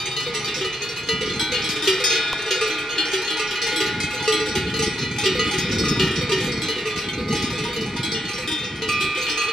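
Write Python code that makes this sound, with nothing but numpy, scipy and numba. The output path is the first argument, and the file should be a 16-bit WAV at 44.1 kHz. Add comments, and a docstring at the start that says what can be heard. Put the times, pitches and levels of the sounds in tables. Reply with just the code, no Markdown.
"""From the start, cattle graze on a mountain pasture, their bells clanking and jangling together.
Each near bell is a sum of damped modes set off at tabled times; a low air mode adds a hollow clonk.
Randomly struck bells tinkle further off over a noise haze, and a noise tail echoes from the forest edge.
Gusts of coloured noise rumble on the microphone, first briefly; a faint low drone fades throughout.
A tick of damped sines comes at 2.33 s, the longest gust at 4.6 s and shorter ones follow to the end."""
import sys
import numpy as np
from scipy import signal
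from scipy.fft import rfft, irfft
from scipy.io import wavfile
from numba import njit

SR = 44100
rng = np.random.default_rng(int(sys.argv[2]) if len(sys.argv) > 2 else 0)


def materialize(psi):
    """Save the field psi as 16-bit PCM at rate SR to the path in sys.argv[1].

    A 1-D psi becomes a single channel; in a 2-D psi each row is a channel.
    """
    bounded = np.clip(np.atleast_2d(psi).T, -1, 1)
    quanta = np.round(bounded * 32767).astype(np.int16)
    wavfile.write(sys.argv[1], SR, quanta)


N = 419832

# vibration modes of each near bell: pitch_hz, level_db, t60_s
LEAD_MODES = [(380, -10, 0.3), (1308, -29.5, 0.88), (1836, -25, 0.71), (1955, -30.5, 0.95),
              (2330, -23.5, 0.25), (2408, -31, 2), (2476, -28.5, 0.5), (2780, -28, 0.34),
              (2843, -20.5, 0.41), (2995, -25, 0.45), (3170, -20.5, 0.13), (3290, -33, 1.5),
              (3360, -19, 0.11), (3446, -21, 0.13), (3560, -56, 1.4), (3750, -30, 0.29), (3900, -26, 0.42),
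              (3895, -31.5, 0.43), (3840, -35, 1.4), (3910, -41, 1.9), (4120, -35, 0.23), (3960, -39, 1.7),
              (4600, -28, 0.39), (4750, -36, 0.5), (4480, -49, 1.61), (4830, -33, 0.32), (5260, -35, 0.61),
              (5460, -39, 0.27), (5440, -47, 0.1), (6540, -48, 0.33)]
DEEP_MODES = [(433.5, -15, 0.44), (1212, -23, 0.79), (1896, -33.5, 2.5), (1963, -25, 0.51),
              (2116, -33.5, 2.3), (2690, -19.5, 0.23), (2970, -27.5, 0.83), (3010, -36, 0.96),
              (3620, -36, 0.56), (3600, -47, 1.51), (3870, -27.5, 0.12), (4100, -27, 0.4),
              (4330, -38, 1.94), (4316, -42, 2.1), (4520, -34.5, 0.43), (4800, -32, 0.11),
              (4800, -25.5, 0.16), (4800, -40, 0.53), (5200, -45, 0.78), (5320, -36, 0.18),
              (5630, -45, 0.5), (5800, -31, 0.66), (6070, -41, 0.54), (6270, -46, 0.58), (6200, -42, 0.25)]
CLEAR_MODES = [(442.4, -19.5, 0.35), (1239, -26, 0.53), (1976, -23, 0.75), (2365, -32.5, 4.2),
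               (2725, -27.5, 0.57), (2946, -20, 1.05), (3436, -36, 2.7), (3600, -38, 0.18),
               (3900, -24.5, 0.29), (4080, -44, 0.29), (4200, -30, 0.19), (4220, -19, 0.26),
               (4200, -44, 1.9), (4530, -42, 0.32), (4530, -28, 0.18), (4600, -43, 0.19), (4950, -29, 0.18),
               (5220, -33, 0.3), (6100, -31, 0.14), (6400, -30, 0.074)]
SHARP_MODES = [(810, -39, 1.5), (1340, -44, 7.1), (1502, -42, 5.6), (1806, -40.5, 2.9), (1880, -33, 0.91),
               (2420, -36.5, 6.3), (2700, -46, 1.8), (2844, -23, 0.41), (3060, -28.5, 0.85),
               (3180, -37, 3.2), (3440, -29, 0.54), (3465, -25.5, 0.29), (3850, -41, 0.58),
               (3770, -45, 0.25), (4300, -22, 0.21), (4850, -38.5, 0.37)]
BIG_MODES = [(316.3, -24.5, 0.76), (828, -41, 2.5), (1514, -33.5, 1.5), (2000, -44, 2.8), (2240, -44, 0.51),
             (2310, -29, 1.4), (3140, -30, 0.34), (3270, -27.5, 0.26), (3343, -19, 0.39), (3780, -30, 1.3),
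             (3970, -31, 0.86), (4080, -26.5, 0.49), (4150, -26.5, 0.38), (4320, -34, 0.74),
             (4800, -31.5, 0.29), (5210, -41, 1.6)]
TINNY_MODES = [(446, -27, 0.6), (1967, -34, 2), (3200, -40, 0.6), (3330, -45, 2.1), (3700, -50, 1.8),
               (3750, -33, 0.57), (4280, -41, 0.45), (4320, -30, 0.55), (4210, -35, 0.26), (4430, -31, 0.3),
               (4560, -27, 0.12), (5270, -24.5, 0.2), (5810, -40, 0.37), (5880, -32, 0.28),
               (7970, -40.5, 0.45)]
DRY_MODES = [(832, -25.5, 0.29), (1952, -35, 2.8), (2172, -34, 0.66), (2320, -40, 0.12), (2386, -38, 2.6),
             (2530, -35, 2.3), (3080, -45, 0.51), (3200, -35, 0.57), (3490, -39.5, 1.1), (3690, -42, 1.8),
             (4000, -44, 2.5), (4700, -32, 0.23), (5080, -53, 0.4), (6380, -27.5, 0.1), (6560, -41, 0.15),
             (8230, -40, 0.4)]
BRIGHT_MODES = [(461, -27.0, 0.46), (1417, -34.5, 10.4), (1461, -43.5, 22), (1678, -41, 9.5),
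                (2099, -39.5, 7.6), (2510, -25.5, 1.2), (2640, -32, 0.19), (2850, -27, 0.55),
                (3325, -36, 1.8), (3380, -34, 0.62), (3550, -32, 1.15), (4040, -40, 0.5), (4315, -22, 0.68),
                (4460, -33, 0.29), (6420, -23, 0.16)]
DULL_MODES = [(486, -23, 0.35), (1228, -35, 2.84), (2060, -39.5, 1.3), (2125, -40.5, 5), (2224, -36, 1.1),
              (2780, -45, 0.52), (2990, -42, 0.89), (3350, -63, 1.65), (3460, -59, 0.78), (3700, -38, 0.4),
              (3720, -32.5, 0.28), (3840, -39, 0.38), (4150, -46, 1.1), (4210, -48, 0.74),
              (4500, -35, 0.48), (5000, -55, 1.51)]
LOW_AIR_MODES = [(307.6, -25, 0.27), (458, -47, 0.12), (1535, -36.5, 0.77), (1910, -34, 1.9),
                 (2090, -44, 0.42), (2580, -34.5, 0.5), (2745, -44, 1.5), (3004, -39.5, 2.4),
                 (3200, -40, 2.1), (3250, -30, 0.92), (3330, -47, 0.27), (3620, -26.5, 0.52),
                 (3760, -36.5, 0.5), (3880, -37, 0.66), (4721, -54, 0.21), (5450, -35, 0.23),
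                 (5400, -57, 0.35), (7000, -46, 0.11), (8500, -40, 0.29)]
SILVERY_MODES = [(656.3, -40.5, 13.7), (1443, -29, 3.2), (1695, -33, 7.8), (1970, -30, 1.4),
                 (2086, -42, 9.1), (2395, -26.5, 4.1), (2550, -28, 0.71), (3170, -33, 3.4),
                 (3290, -29, 0.79), (3684, -21.5, 2.5), (4490, -23, 0.42), (5190, -23, 0.84),
                 (5010, -20, 0.53), (5500, -23, 0.29), (5828, -24, 0.2), (6060, -40, 0.31),
                 (6540, -29, 0.33)]
SINGING_MODES = [(1207, -25, 2.14), (1945, -37, 11), (2300, -46, 9.7), (2324, -35.5, 5.9), (2397, -30, 3.9),
                 (2410, -33.5, 0.64), (2490, -34, 0.63), (2535, -26, 2.9), (2580, -34, 0.14),
                 (2750, -26, 0.12), (2780, -39.5, 1.7), (2910, -35, 0.24), (3340, -39, 2.76),
                 (4030, -38, 1.9), (4330, -52, 1.7), (4450, -39, 1.3)]
MELLOW_MODES = [(845, -39, 6.2), (1441.5, -34, 6.1), (2090, -29, 0.13), (2110, -36, 1.8), (2142, -33, 1.8),
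                (2410, -49, 1.6), (2460, -44, 1.8), (2540, -33, 2.2), (2554, -42, 5), (3080, -43, 0.86),
                (3260, -37, 0.85), (3610, -40.5, 2.6), (4140, -34, 0.73), (4612, -39, 0.53),
                (5280, -37, 0.32), (6270, -40.5, 0.29)]
THIN_MODES = [(809, -41, 0.87), (1250, -35, 0.82), (2382, -30.5, 1.1), (2545, -42, 2.9), (2700, -41, 0.3),
              (2950, -45, 1.6), (2970, -39, 1.2), (3190, -41, 1), (3694, -31, 1.4), (3910, -42.5, 1.8),
              (4580, -24, 0.064), (4790, -40, 0.84)]
HARD_MODES = [(353.7, -25, 0.4), (2200, -20, 0.45), (2830, -39, 0.28), (3160, -15, 0.088), (3110, -19, 0.2),
              (3310, -19.5, 0.22), (3580, -20, 0.17), (4360, -19, 0.072), (5870, -39, 0.066)]
HOLLOW_MODES = [(943, -27.5, 0.32), (1880, -38, 0.4), (2800, -40, 0.3)]
# blows on the most prominent bells, with own colour:
# start_s, force_db, own_brightness_db_per_octave, air_clonk_db
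LEAD_HITS = [(0.609, -9, -1.2, 0), (1.873, 0, 1.3, -1), (2.507, -6.5, 1.5, -4), (3.133, -5.5, 2.5, 0.5),
             (3.508, -11, 2, -7), (3.802, -9.5, 4, 1), (4.553, -9, 3.5, 0.5), (5.255, -3.5, 2, 0.5),
             (5.537, -11, 0.5, 0.5), (5.995, -3.5, 0, -0.5), (6.071, -13, -1, 1), (6.318, -4.5, -0.5, -2),
             (7.361, -18.0, 0.2, 3), (9.007, -14.5, 3, -2)]
DEEP_HITS = [(0.347, -7.5, 4.5, -2.5), (1.208, -11.5, 1.5, 4), (1.757, -14.0, 3.5, 2), (2.459, -14, 3.5, 3),
             (2.611, -6.5, -0.2, 5.5), (3.394, -5.5, 0.7, -4), (3.803, -7.5, 0, -0.5),
             (4.276, -0.5, -0.5, 1.5), (4.398, -12, 2.3, 8), (4.79, -6.5, 2.3, 3.5), (5.236, -7, 2.5, 1),
             (6.293, -8.5, 0.5, 2), (6.854, -8.5, -3, 2.5), (6.959, -12.5, -1, -10), (7.585, -12.5, 1.5, 0)]
CLEAR_HITS = [(0.164, -6.5, -0.3, -7), (0.645, -9, 0.5, 0.5), (0.961, -15.5, 3, -2), (1.087, -1, -0.5, 0),
              (1.299, -11.5, 0, -1), (2.156, -12.5, 1.3, 8), (3.307, -11.5, -2, 2),
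              (3.555, -10.5, 0.1, -12), (3.861, -14, 6, 2), (4.174, -14.5, 1.2, -2), (4.739, -8.5, 0.9, 4),
              (4.98, -13, -1.5, -16), (5.025, -11, -1.5, -1), (5.392, -2.5, -2, 0.5),
              (5.836, -13.5, -12, 8), (6.683, -7, 1.5, 4), (7.306, -11.5, -1, 8), (7.636, -18, 0.1, 8),
              (7.761, -12, 3, 8.5), (8.819, -8.5, 0.5, 6.5), (9.482, -14, -3, 7)]
BIG_HITS = [(1.394, -0.5, -2, -5), (1.641, -8, 0, 0.5), (2.122, -9.5, -0.5, -5.5), (2.697, -10.5, -4, 5),
            (2.975, -10, -6, 3.5), (3.302, -7.5, 0, 0), (3.76, -8.5, 5, 8), (4.322, -5.5, 3.5, 2.5),
            (6.617, -9, 2, 3.5), (7.037, -12.5, -6, -4), (7.363, -12.5, 1.5, 0), (8.03, -7, 1.5, 0.5),
            (9.008, -10, 4, -2)]
# onsets of the remaining near bells: start_s, force_db
SHARP_HITS = [(1.539, -2.5), (2.23, -17), (2.66, -13), (2.981, 1), (3.277, -2.5), (3.62, -8), (4.669, -8.5),
              (5.995, -3.5), (8.145, -6), (8.819, -12), (9.265, -4)]
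TINNY_HITS = [(1.259, -9), (2.378, -14), (3.173, -8), (3.616, -1), (4.483, -6), (4.861, -4), (5.24, -3.5),
              (5.783, -2), (6.159, -8), (6.518, -5.5), (6.574, -12), (6.975, -6.5), (7.525, -13.5),
              (7.808, -10), (8.117, -1), (9.295, -3.5)]
DRY_HITS = [(0.395, -11), (1.356, -13), (2.419, -9), (3.083, -11), (3.369, -8), (4.224, -6.5), (4.329, -16),
            (4.551, -3), (4.822, 1), (5.183, -1), (5.51, -1.5), (6.426, -10), (7.325, -2), (7.859, -12),
            (7.93, -36), (8.289, -10), (9.438, -10)]
BRIGHT_HITS = [(0.818, -6.5), (1.031, -15.5), (1.518, -8), (2.099, 0), (2.508, -4.5), (2.903, -9.5),
               (3.246, -10.5), (3.621, -14), (4.933, -14), (5.392, -8), (9.214, -9.5), (9.375, -4)]
DULL_HITS = [(0.263, -1), (1.211, -4.5), (1.519, 1), (2.0, -1), (2.504, -4.5), (3.717, -5), (5.35, 1),
             (5.647, -7), (6.21, 1), (6.476, -1.5), (6.76, -6), (7.18, -6), (7.279, -5), (7.683, -4.5),
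             (8.625, -9.5)]
LOW_AIR_HITS = [(1.822, -0.5), (2.325, -9), (3.019, -20), (4.458, -6), (5.184, -3), (5.578, -8.5),
                (5.959, -16), (6.109, -6), (6.379, -8), (7.638, -6), (8.474, 0), (8.514, 0), (8.577, -13),
                (8.999, -7.5), (9.147, -7.5)]
SILVERY_HITS = [(0.2, -15), (1.688, -12), (2.039, -2.5), (2.506, -15), (3.619, -16.5), (5.582, -11.5),
                (5.692, -26), (5.883, -9.5), (7.422, -14)]
SINGING_HITS = [(2.61, -3.5), (3.394, -10), (4.276, -11.5), (5.84, -8), (6.86, -15), (7.44, -11.5),
                (8.289, -9.5), (8.887, 1.5), (9.372, -4)]
MELLOW_HITS = [(2.0, -3.5), (2.631, -46), (3.369, -1.5), (3.664, 1), (4.001, 1.5), (5.473, -6),
               (7.966, -6.5), (8.757, -12)]
HARD_HITS = [(2.78, -15), (4.322, -9), (5.261, -14), (7.085, -8.5)]
HOLLOW_HITS = [(1.101, -8), (1.83, -7), (3.36, -7), (4.2, -7), (4.97, -12), (5.961, -5), (6.31, -2),
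               (7.65, -0.5), (7.961, -1.5), (8.5, -4.5), (8.821, -10)]
# onsets of a bell already ringing at the start (first row, 0.0 s): start_s, force_db
THIN_HITS = [(0.0, 1), (0.112, 0), (0.444, 1), (0.612, -5), (1.157, -15), (1.588, -3), (2.729, -9),
             (6.617, -5.5), (7.966, -6.5)]
# label of the low-air bell in the list below; it says nothing of the bell's size
SMALL_MODES, SMALL_HITS = LOW_AIR_MODES, LOW_AIR_HITS
# the near bells: modes, hits, ring_db, clash_db
BELLS = [(LEAD_MODES, LEAD_HITS, 0.24, -23), (DEEP_MODES, DEEP_HITS, 0.42, -25),
         (CLEAR_MODES, CLEAR_HITS, 0.37, -28.5), (SHARP_MODES, SHARP_HITS, 0.26, -32),
         (BIG_MODES, BIG_HITS, 0.81, -24.5), (TINNY_MODES, TINNY_HITS, 0.25, -29),
         (DRY_MODES, DRY_HITS, .3, -28.5), (BRIGHT_MODES, BRIGHT_HITS, 0.23, -28.5),
         (DULL_MODES, DULL_HITS, 0.28, -38), (SMALL_MODES, SMALL_HITS, 0.2, -30.5),
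         (SILVERY_MODES, SILVERY_HITS, 0.2, -18), (SINGING_MODES, SINGING_HITS, 0.27, -27.5),
         (MELLOW_MODES, MELLOW_HITS, .3, -30.5), (THIN_MODES, THIN_HITS, 0.34, -37),
         (HARD_MODES, HARD_HITS, 0.34, -26), (HOLLOW_MODES, HOLLOW_HITS, .3, -37)]
# strength of the crowded short partials that make the clash: pitch_hz, relative_level_db
CLASH = [(1200, -7), (2000, -7), (3000, -6), (4500, 1.5), (6500, -3), (9000, -9.5), (13000, -20),
         (15000, -38)]
# width heard by the two microphone ports: pitch_hz, side_minus_mid_db
PORTS = [(300, -77), (1200, -37), (1900, -18.5), (2300, -9), (3200, -6.5), (5000, -6.5), (6300, -0.5),
         (8000, 3), (12000, 11)]
# loudness of the far herd and haze over time: time_s, relative_level_db
HERD = [(0.0, -25), (1.04, -27.5), (1.99, -24.5), (4.2, -27), (5.14, -29), (5.4, -25), (7.0, -26),
        (7.25, -31.5), (7.4, -27.5), (8.75, -29.5), (9.52, -24.5)]
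# a sharp tick close to the microphone and its rebound: start_s, level_db, pitch_hz, t60_s
TICK = [(2.3304, -1, 3140, 0.00092), (2.331, -15, 1040, 0.013), (2.333, -8, 760, 0.0029)]
# spectrum of the farthest bells: pitch_hz, relative_level_db_per_hz
WASH = [(250, 0), (430, 15), (600, -4.5), (900, 4.5), (1100, 1.5), (1600, 0.5), (2100, 2.5), (3200, -7),
        (4500, -0.5), (6500, -12.5), (9000, -22.5), (13000, -49), (16000, -64)]
# gusts on the microphone: start_s, hold_s, relative_level_db
GUSTS = [(0.42, 0.053, -41.5), (1.234, 0.051, -33.5), (1.616, 0.11, -41.5), (3.976, 0.042, -34.5),
         (4.554, 1.95, -31.5), (5.82, 0.22, -28.5), (7.205, 0.3, -29), (7.84, 0.31, -34),
         (8.664, 0.23, -36)]
# spectrum of the wind: pitch_hz, relative_level_db_per_hz
WIND = [(20, -31), (40, -15.5), (70, -5), (130, -0.5), (220, -1), (330, -5.5), (450, -7.5), (600, -33.5),
        (1000, -44), (2500, -68)]

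TOP_HZ = 15700
AIR_TOP_HZ = 600  # modes below this belong to the air inside the bell
REBOUND_S, REBOUND_DB = 0.022, -8.5  # mean delay and level of the clapper's bounce
# blow-to-blow spread: partial level (dB), air pitch (share), air glide (share per s)
SPOT_SCATTER_DB, AIR_DETUNE, AIR_GLIDE_PER_S = 1.2, 0.008, 0.08
AIR_SAG, AIR_SAG_S = 0.059, 0.064  # share by which the air's pitch sinks, and its time constant
BRIGHTER_PER_DB, BRIGHT_SCATTER_DB = 0.0525, 0.77  # dB per octave: with force, and at random
GUST_RISE_S, GUST_FALL_S = 0.17, 0.25  # time constants
BREEZE_DB = -52  # steady breeze, on the scale of the gust levels


def near_bells():
    """Impulsive excitation: tosses of the head throw the clapper against the wall of a near bell."""
    out = np.zeros((2, N))
    for modes, hits, ring_db, clash_db in BELLS:
        bell = make_bell(modes, clash_db - ring_db)
        longest_t60_s = np.max(bell[2])
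        for start_s, force_db, *colour in hits:
            own_tilt_db, air_db = colour or (0, 0)
            # harder blows are brighter, and no two land alike
            tilt_db = own_tilt_db + BRIGHTER_PER_DB * force_db
            tilt_db += BRIGHT_SCATTER_DB * rng.standard_normal()
            add(out, start_s, strike(bell, force_db + ring_db, tilt_db, longest_t60_s, air_db))
    return out


def make_bell(modes, clash_db, clash_t60_s=0.2, lean=0.88, count=56):
    """Modal density: main modes plus crowded, fast-dying wall modes (Hz, strength, t60, side share)."""
    crowd_hz = np.geomspace(CLASH[0][0], CLASH[-1][0], count)
    crowd_hz = crowd_hz * np.exp(.03 * rng.standard_normal(count))
    crowd = undb(at_hz(CLASH, crowd_hz) + 5.0 * rng.standard_normal(count)) * np.sqrt(crowd_hz)
    crowd *= undb(clash_db) * np.sqrt(2 / np.sum(crowd ** 2))
    crowd_t60 = clash_t60_s * (3000 / crowd_hz) ** .2

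    main_hz, main_db, main_t60 = np.transpose(modes)
    hz = np.r_[main_hz, crowd_hz]
    size = np.r_[undb(main_db), crowd]
    t60 = np.r_[np.maximum(main_t60, .05), crowd_t60]
    # each partial reaches the two ports about equally loud, but shifted in phase
    tilt, sign = rng.standard_normal((2, len(hz)))
    side = undb(at_hz(PORTS, hz)) * np.sign(sign) * 1j * np.exp(1j * lean * tilt)
    return hz, size, t60, side


def strike(bell, force_db, bright_db, seconds, air_db, detune=0.000411, chatter_s=0.0086,
           first_share=0.72):
    """Modal excitation: the spot a blow lands on sets the strength and phase of every partial."""
    hz, size, t60, side = bell
    spot, drift = rng.standard_normal((2, len(hz)))
    air = hz < AIR_TOP_HZ
    octaves = np.log2(np.minimum(hz, 8000) / 2500) * (hz > AIR_TOP_HZ)
    phase = np.exp(2j * np.pi * rng.random(len(hz)))
    size = size * undb(force_db + bright_db * octaves + SPOT_SCATTER_DB * spot) * phase
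    # one complex factor per sample turns each partial and lets it decay
    poles = np.exp((2j * np.pi * hz * (1 + detune * drift) - np.log(1000) / t60) / SR)
    left, right = size * (1 + side), size * (1 - side)
    ring = partials(poles[~air], left[~air], right[~air], int(max(seconds, 1) * SR))

    # the clapper rebounds and sets the short, high partials going again
    short = (hz > 3000) & (t60 < .3)
    lag = int(REBOUND_S * (.5 + rng.random()) * SR)
    rebound = partials(poles[short], left[short], right[short], SR // 2)
    rebound *= np.minimum(np.arange(SR // 2) / 30, 1)  # short fade-in
    ring[:, lag:lag + SR // 2] += undb(REBOUND_DB) * rebound

    # chatter on the wall feeds the ring for some milliseconds after the first contact
    t = np.arange(SR // 20) / SR
    ring[:, :len(t)] *= 1 - (1 - first_share) * np.exp(-t / chatter_s)
    # the contact itself lasts about a millisecond
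    ring[:, :len(t)] *= 1 - np.exp(-(t / .001) ** 2)
    for air_mode in zip(hz[air], abs(size[air]) * undb(air_db), t60[air]):
        add(ring, 0, clonk(*air_mode)[None])
    return ring


def clonk(hz, size, t60, swell_s=0.0043):
    """Cavity resonance: the air swells in a few cycles, its pitch moved by the mouth nearing the neck."""
    t = np.arange(int(.7 * SR)) / SR
    offset, glide = rng.standard_normal(2)
    sag = AIR_SAG * (np.exp(-t / AIR_SAG_S) - .6)
    pitch_hz = hz * (1 + sag + AIR_DETUNE * offset + AIR_GLIDE_PER_S * glide * t)
    envelope = undb(-60 * t / t60) * (1 - np.exp(-t / swell_s))
    return size * envelope * np.sin(2 * np.pi * np.cumsum(pitch_hz) / SR)


@njit
def partials(poles, left, right, size):
    """Superposition: a sum of decaying sines, each with its complex strength at the two ports."""
    out = np.zeros((2, size))
    for k in range(len(poles)):
        z, p = 1 + 0j, poles[k]
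        # stop once the amplitude has fallen to exp(-6)
        for i in range(min(size, int(-6 / np.log(abs(p))))):
            out[0, i] += (z * left[k]).imag
            out[1, i] += (z * right[k]).imag
            z *= p
    return out


def far_bells(muted_hum_db=-10, herd_db=-7, clash_db=-30, size_spread=.035, force_spread_db=2.5,
              bright_db=-1.0, longest_t60_s=0.36, far_air_db=-1, count=11):
    """Scaling and damping: size shifts all modes together, and the neck shortens and mutes the ring."""
    out = np.zeros((2, N))
    for modes, *_ in BELLS:
        hz, db, t60 = np.transpose(modes)
        db = db + muted_hum_db * ((hz > 600) & (hz < 1350))  # the neck mutes the hum note most
        scaled_hz = hz * (1 + size_spread * rng.standard_normal())
        bell = make_bell(np.c_[scaled_hz, db, np.minimum(t60, longest_t60_s)], clash_db)
        even_db = -10 * np.log10(np.sum(bell[1] ** 2 * np.sqrt(bell[2])))  # evens out the bells
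        # one blow at a random moment in each of count equal time slots
        for start_s in (np.arange(count) + rng.random(count)) * N / SR / count:
            force_db = even_db + force_spread_db * rng.uniform(-1.6, 1)
            add(out, start_s, strike(bell, force_db, bright_db, 1, far_air_db))
    return out / out.std() * undb(herd_db + curve(HERD, np.arange(N) / SR))


def forest_echo(x, wet_db=-15, t60_s=0.88, delay_s=0.031):
    """Diffuse scattering: trunks and slope spread the bells into a soft, decaying noise tail."""
    t = np.arange(SR) / SR
    onset = 1 - np.exp(-(t / delay_s) ** 2)
    tail = rng.standard_normal(SR) * undb(-60 * t / t60_s) * onset
    tail = tail / np.linalg.norm(tail)
    return undb(wet_db) * signal.fftconvolve(x, tail[None], axes=1)[:, :N]


def tick():
    """Damped oscillation: a small hard contact rings as short sines that die within milliseconds."""
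    out, t = np.zeros((2, N)), np.arange(SR // 20) / SR
    for start_s, db, hz, t60 in TICK:
        sine = undb(db - 60 * t / t60) * np.sin(2 * np.pi * hz * t)
        add(out, start_s, sine[None])
    return out


def wash(wash_db=-11):
    """Incoherent summation: the farthest bells blur into a noise haze, wider in the treble."""
    hz = np.arange(N // 2 + 1) * SR / N
    side = irfft(rfft(noise(WASH)) * undb(at_hz(PORTS, hz)), N)
    level = undb(wash_db + curve(HERD, np.arange(N) / SR))
    return (noise(WASH) + np.array([side, -side])) * level


def wind(wind_db=2.2, flutter_db=3.0, side_db=-20, drone_db=-42, drone_fade_db_per_s=3.0):
    """Turbulent pressure: eddies make gusts on the housing flutter; a faint low drone fades beneath."""
    eddies = noise([(1, 0), (25, 0), (60, -30), (150, -80)])
    side = undb(side_db) * noise([(30, -16), (70, -24), (150, 5.5), (400, 18.5), (700, -5.0), (2500, -11)])
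    gusts = wind_strength() * undb(wind_db + flutter_db * eddies)
    drone = noise([(40, -47), (95, -2), (140, 8.5), (190, -12), (600, -44), (2000, -80)])
    drone = drone * undb(drone_db - drone_fade_db_per_s * np.arange(N) / SR)
    return (noise(WIND) + np.array([side, -side])) * gusts + drone


def wind_strength():
    """Power addition: each gust builds, holds and dies away, its power added to the breeze."""
    t = np.arange(N) / SR
    power = undb(BREEZE_DB) ** 2
    for start_s, hold_s, db in GUSTS:
        rise = np.maximum(start_s - t, 0) / GUST_RISE_S
        fall = np.maximum(t - start_s - hold_s, 0) / GUST_FALL_S
        power = power + (undb(db) * np.exp(-rise - fall)) ** 2
    return np.sqrt(power)


def noise(spectrum):
    """Spectral shaping: white noise filtered to the given spectrum, at rms 1."""
    hz = np.arange(N // 2 + 1) * SR / N
    x = irfft(rfft(rng.standard_normal(N)) * undb(at_hz(spectrum, hz)), N)
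    return x / x.std()


def undb(db):
    """Decibel law: amplitude ratio of a level in dB."""
    return 10 ** (np.asarray(db) / 20)


def curve(rows, t):
    """Linear interpolation of (s, value) rows at the times t."""
    return np.interp(t, *np.transpose(rows))


def at_hz(rows, hz):
    """Interpolation of (Hz, value) rows on a logarithmic frequency axis."""
    f, value = np.transpose(rows)
    return np.interp(np.log(np.maximum(hz, 1)), np.log(f), value)


def add(out, start_s, sound):
    """Linear superposition: mix a sound in at start_s seconds."""
    i = int(np.clip(start_s * SR, 0, N - 1))
    out[:, i:i + sound.shape[1]] += sound[:, :N - i]


def scene():
    """Superposition of the herd and its echo with haze, wind and a tick at the microphone."""
    bells = near_bells() + far_bells()
    return bells + forest_echo(bells) + tick() + wash() + wind()


def record(dry):
    """Band limitation: a steep elliptic low-pass removes the top of the treble."""
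    lowpass = signal.ellip(8, .2, 70, TOP_HZ, fs=SR, output="sos")
    return signal.sosfilt(lowpass, dry)


dry = scene()
out = record(dry)
materialize(out)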